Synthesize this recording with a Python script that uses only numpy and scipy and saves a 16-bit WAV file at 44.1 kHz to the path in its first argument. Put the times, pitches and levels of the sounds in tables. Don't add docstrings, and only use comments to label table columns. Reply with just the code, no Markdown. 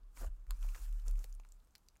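import sys
import numpy as np
from scipy import signal
from scipy.fft import rfft, irfft
from scipy.io import wavfile
from scipy.ndimage import uniform_filter1d

SR = 44100
rng = np.random.default_rng(int(sys.argv[2]) if len(sys.argv) > 2 else 0)


def store_pcm(level_fs):
    pcm = np.round(np.clip(level_fs, -1, 1) * 32767).astype(np.int16)
    wavfile.write(sys.argv[1], SR, np.atleast_2d(pcm).T)


def amplitude_ratio(level_db):
    exponent = np.asarray(level_db, float) / 20
    return 10 ** exponent


N = 88200
LAG_S = 0.0008


def evened(x):
    return x / np.sqrt(np.mean(x ** 2) + 1e-20)


def along(table, order=1):
    rows = np.array(table)
    return np.interp(np.arange(N) / SR, rows[:, 0], rows[:, order])


def tinted(x, points):
    hz = np.fft.rfftfreq(N, 1 / SR) + 1
    point_hz, point_db = np.transpose(points)
    below_db = -24 * np.maximum(np.log2(point_hz[0] / hz), 0)
    above_db = -200 * np.maximum(np.log2(hz / point_hz[-1]), 0)
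    colour_db = np.interp(np.log(hz), np.log(point_hz), point_db)
    return evened(irfft(rfft(x) * amplitude_ratio(colour_db + below_db + above_db), N))


def resonate(x, hz, width_hz):
    turn = np.exp(2j * np.pi * np.cumsum(hz * np.ones(len(x))) / SR)
    r = np.exp(-np.pi * width_hz / SR)
    return 2 * (turn * signal.lfilter([1 - r], [1, -r], x / turn)).real


def grains(per_s, spread_db):
    size = amplitude_ratio(spread_db * np.minimum(rng.exponential(1, N), 5)) * rng.standard_normal(N)
    return size * (rng.random(N) < per_s / SR)


def add(mix, start_s, sound):
    part = mix[round(start_s * SR):][:len(sound)]
    part += sound[:len(part)]


def patchy(x):
    z = signal.stft(x, nperseg=256)[2]
    patches = rng.standard_normal(z.shape[::-1]).T
    patches = uniform_filter1d(patches, size=7, axis=0)
    patches = evened(uniform_filter1d(patches, size=5, axis=1))
    patch_db = 1.5
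    return evened(signal.istft(z * amplitude_ratio(patch_db * patches), nperseg=256)[1][:N])


def fizz():
    # pitch_hz, density_db (dB per Hz)
    fizz_colour = [(880, -7), (1500, -12.5), (1830, -13), (3410, -15.5), (7100, -7), (10600, -11),
                   (14600, -11.5), (15700, -16.5)]
    return patchy(tinted(grains(per_s=22000, spread_db=2), fizz_colour))


def squelch():
    # pitch_hz, width_hz, level_db
    folds = [(1300, 590, 8), (2500, 420, 1.5), (600, 280, -2)]
    drive = grains(per_s=2500, spread_db=2)
    wander = uniform_filter1d(rng.standard_normal(N), size=1500)
    shape = 1 + 0.1 * evened(uniform_filter1d(wander, size=1500))
    wet = np.zeros(N)
    for hz, width_hz, db in folds:
        once = resonate(drive, hz * shape, width_hz)
        wet += amplitude_ratio(db) * evened(resonate(once, hz * shape, width_hz))
    return evened(wet)


def rub():
    # time_s, fizz_db, squelch_db
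    strokes = [(0, -100, -100), (.14, -82, -91), (.17, -62.5, -68), (.22, -58, -67.5), (.25, -65, -76),
               (.275, -71.5, -67.5), (.29, -84, -86.5), (.46, -89, -95), (.515, -74, -71.5),
               (.6, -73.5, -77), (.64, -65, -70), (.735, -66, -72), (.76, -63, -65.5), (.8, -62.5, -73),
               (.855, -63.5, -74), (.875, -71.5, -77), (1.045, -76.5, -81), (1.07, -65, -72),
               (1.15, -79, -80), (1.185, -69, -73.5), (1.235, -66, -82), (1.27, -77, -80.5),
               (1.42, -84, -91), (2, -88.5, -104)]
    flicker_db = 1.5
    flicker = amplitude_ratio(flicker_db * evened(uniform_filter1d(rng.standard_normal(N), 500)))
    return flicker * (fizz() * amplitude_ratio(along(strokes)) + squelch() * amplitude_ratio(along(strokes, order=2)))


def suck():
    # start_s, length_s, level_db
    pulls = [
        (0.167, 0.14, -63),
        (0.205, 0.052, -56),
        (0.482, 0.047, -67.5),
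        (0.745, 0.098, -71.5),
        (1.056, 0.055, -65.5),
        (1.189, 0.048, -71),
        (1.236, 0.025, -67),
    ]
    # pitch_hz, density_db (dB per Hz)
    suck_colour = [(85, 7), (115, -10), (153, 1.5), (190, -15), (236, -3.5), (330, -7.5), (700, -9),
                   (1500, -21), (3000, -38)]
    pull = np.zeros(N)
    for start_s, length_s, db in pulls:
        add(pull, start_s, amplitude_ratio(db) * np.hanning(round(length_s * SR)) ** 0.49)
    return tinted(grains(per_s=5000, spread_db=1.8), suck_colour) * pull


def tick(db, hz, crack_db):
    ring_cycles, scatter_db, scatter_t60_s, floor_hz = 5.6, -14, 0.011, 500
    t = np.arange(900) / SR
    ring = np.cos(2 * np.pi * hz * t) * np.exp(-3 * hz * t / ring_cycles)
    crack = amplitude_ratio(crack_db) * np.exp(-t / 0.000012)
    scatter = amplitude_ratio(scatter_db - 60 * t / scatter_t60_s) * rng.standard_normal(len(t)) * (t > 0.0002)
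    scatter[0] = 1
    thin = signal.butter(2, [min(floor_hz + hz / 3, 4000), 16500], "band", fs=SR)
    return amplitude_ratio(db) * signal.lfilter(*thin, signal.fftconvolve(ring + crack, scatter)[:len(t)])


def ticks():
    # start_s, peak_db, pitch_hz, crack_db (flat crack beside the ring)
    bursts = [(.4668, -66, 1400, 10), (0.489, -70, 8000, -5), (.5450, -62, 4940, 3),
              (0.6273, -51.5, 2900, 3), (0.6885, -53.5, 2340, 11), (0.748, -58, 5000, 17.5),
              (0.8807, -67, 3000, 12), (0.9258, -62, 5100, 18), (1.063, -65, 5900, 0),
              (1.0809, -35.5, 7020, -21), (1.1106, -48.5, 11500, 7), (1.156, -64, 2500, 16.5),
              (1.1914, -51, 6500, 5.5), (1.2417, -58, 2760, 24), (1.295, -59, 9000, 2),
              (1.3254, -49, 6540, -30), (1.3402, -59, 11000, -6), (1.3494, -48.5, 8800, -36),
              (1.3979, -56, 6450, -6), (1.4882, -55.5, 7500, -11), (1.5205, -46.5, 7000, -26),
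              (1.6013, -66.5, 4030, -17), (1.647, -70, 7800, 7), (1.7075, -64.5, 6500, -25),
              (1.752, -49.5, 4940, 6), (1.7576, -54.5, 4260, 10.5), (1.7803, -59.5, 12000, 8.5),
              (1.8850, -53.5, 4670, 4), (1.8855, -50, 6040, -43.5), (1.9688, -63, 7060, 7.5),
              (1.4487, -69.5, 2000, 14.5), (0.2625, -56, 7900, 9), (0.91, -76, 5000, 4),
              (1.1728, -62, 7000, -2), (1.3976, -60.5, 2650, 2.5), (1.5967, -73, 7000, 4),
              (1.672, -73, 6000, 13), (1.8637, -75, 5970, 8), (1.9553, -68, 9000, -3),
              (1.955, -73, 4000, -10)]
    out = np.zeros(N)
    for start_s, db, hz, crack_db in bursts:
        add(out, start_s + LAG_S, tick(db, hz, crack_db))
    return out


def smack(db, hz, cycles):
    sag_per_s, edge_db = 42.4, -15.5
    t = np.arange(900) / SR
    sagging = t * (1 - sag_per_s * np.minimum(t, 0.004))
    ring = np.sin(2 * np.pi * hz * sagging) * np.exp(-2.5 * hz * t / cycles)
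    onset = np.minimum(t * hz * 1.09, 1)
    edge = np.convolve(rng.standard_normal(len(t)), np.hanning(7), "same") / 2 * np.exp(-t / 0.0013)
    return amplitude_ratio(db) * (ring * onset + amplitude_ratio(edge_db) * edge)


def smacks():
    # start_s, peak_db, pitch_hz, ring_cycles
    closings = [(.0330, -58, 3550, 1.8), (0.173, -37, 2300, 1.84), (.2130, -45, 720, 3.5),
                (.2240, -47, 620, 2.5), (0.2420, -41, 1390, 4.2), (.3970, -65, 6960, 5),
                (.5145, -50.5, 1300, 5.2), (.6275, -44.5, 6800, 7.1), (0.6452, -42.5, 900, 2.37),
                (.6690, -51, 6480, 4.2), (.7522, -36.5, 1710, 2.4), (0.7598, -45, 2500, 2.5),
                (.7600, -47, 600, 2.3), (0.762, -48.5, 1300, 4.3), (0.846, -50, 7600, 4.4),
                (.9980, -61.5, 4300, 16), (1.074, -52.5, 2600, 3.5), (1.0760, -56.5, 600, 5.7),
                (1.093, -62, 500, 4.1), (1.1800, -58, 675, 3.2), (1.2000, -60.5, 450, 5.4),
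                (1.2416, -52.5, 2900, 6), (1.2450, -45.5, 600, 2.2), (1.3976, -41, 940, 1.24),
                (1.449, -47, 1350, 1.8), (1.6703, -68.5, 600, 7), (1.7518, -44.5, 2350, 2),
                (1.9549, -62, 2410, 5), (1.9620, -49, 1860, 1.2), (.1800, -51.5, 1200, 4.3),
                (.2310, -53, 2070, 4.5), (.2335, -43, 620, 3.1), (.2450, -40.5, 840, 3.5),
                (0.747, -37.5, 2150, 2.7), (0.7538, -47.5, 1600, 6), (.7980, -55, 1450, 4),
                (1.4350, -60.5, 2600, 5.6), (1.451, -64, 1100, 4.4), (1.4590, -61, 1250, 4),
                (1.7574, -51, 2200, 1.7)]
    out = np.zeros(N)
    for start_s, db, hz, cycles in closings:
        add(out, start_s + LAG_S, smack(db, hz, cycles))
    return out


def snap():
    # pitch_hz, level_db, t60_s
    pocket_modes = [(1023, -43, 0.012), (1550, -41.5, 0.0066), (2650, -44.5, 0.0062), (3430, -41.5, 0.0045),
                    (4340, -41, 0.0079), (4950, -47.5, 0.0087), (6700, -48, 0.013), (7200, -43, 0.0091),
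                    (8340, -42, 0.0059), (9250, -49, 0.006), (10100, -46, 0.0074), (11300, -40, 0.0044),
                    (13000, -37.5, 0.0052), (15300, -42, 0.003)]
    t = np.arange(1500) / SR
    ring = np.zeros(len(t))
    for k, (hz, db, t60_s) in enumerate(pocket_modes):
        ring += (-1) ** k * amplitude_ratio(db - 60 * t / t60_s) * np.sin(2 * np.pi * hz * t)
    out, floor_hz = np.zeros(N), 450
    add(out, 0.5076, signal.lfilter(*signal.butter(2, floor_hz, "high", fs=SR), ring))
    return out


def room(x):
    level_db, t60_s, top_hz = -18, 0.1, 7500
    t = np.arange(SR // 4) / SR
    tail = rng.standard_normal(len(t)) * amplitude_ratio(-60 * t / t60_s) * (t > 0.003)
    tail = signal.lfilter(*signal.butter(2, top_hz, fs=SR), tail)
    return amplitude_ratio(level_db) * signal.fftconvolve(x, tail / np.linalg.norm(tail))[:N]


def sway():
    # start_s, length_s, peak_db, pitch_hz, peak_place (0-1 of the length)
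    swings = [(0, 0.19, -48.5, 35.1, 0.17), (0.132, 0.17, -35.5, 36.3, 0.69),
              (0.254, 0.047, -39, 57.4, 0.43), (0.294, 0.087, -37.5, 33, 0.29),
              (0.376, 0.12, -45.5, 35, 0.21), (0.468, 0.1, -31.5, 36.6, 0.53), (0.47, 0.063, -59, 75, .5),
              (0.565, 0.23, -31.5, 35, 0.4), (0.787, 0.074, -38.5, 40.5, 0.54),
              (0.81, 0.25, -33, 37.05, 0.5), (1.013, 0.25, -29, 35.46, 0.46),
              (1.048, 0.11, -57, 63.4, 0.37), (1.244, 0.25, -41, 34.3, 0.2), (1.445, 0.21, -52.5, 35, .4)]
    tremor_db, tremor_hz, width_hz = -70, 35, 34
    tremor = rng.standard_normal(N)
    for width in (width_hz, width_hz, 2 * width_hz):
        tremor = resonate(tremor, tremor_hz, width)
    out = amplitude_ratio(tremor_db) * evened(tremor)
    for start_s, length_s, db, hz, peak in swings:
        t = np.arange(0, length_s, 1 / SR)
        lean = np.log(0.5) / np.log(np.clip(peak, 0.3, 0.8))
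        arch = np.sin(np.pi * (t / length_s) ** lean) ** 1.4
        add(out, start_s, amplitude_ratio(db) * arch * np.cos(2 * np.pi * hz * (t - peak * length_s)))
    return out


def air():
    # pitch_hz, density_db (dB per Hz)
    air_colour = [(55, -12), (110, 2), (250, -3.5), (600, -10), (1250, -10), (2000, -20.5), (4500, -22.5),
                  (7000, -26.5), (15700, -29)]
    level_db = -79
    return amplitude_ratio(level_db) * tinted(rng.standard_normal(N), air_colour)


def scene():
    pops = ticks() + smacks() + snap()
    return (rub() + suck() + pops + room(pops) + sway() + air())[None]


def low_pass(x):
    return signal.sosfilt(signal.butter(12, 16810, fs=SR, output="sos"), x)


def record(dry):
    edge_hz = 16700
    edge = signal.firwin(255, edge_hz, window=("kaiser", 9), fs=SR)[None]
    return low_pass(signal.oaconvolve(dry, edge, "same"))


dry = scene()
out = record(dry)
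store_pcm(out)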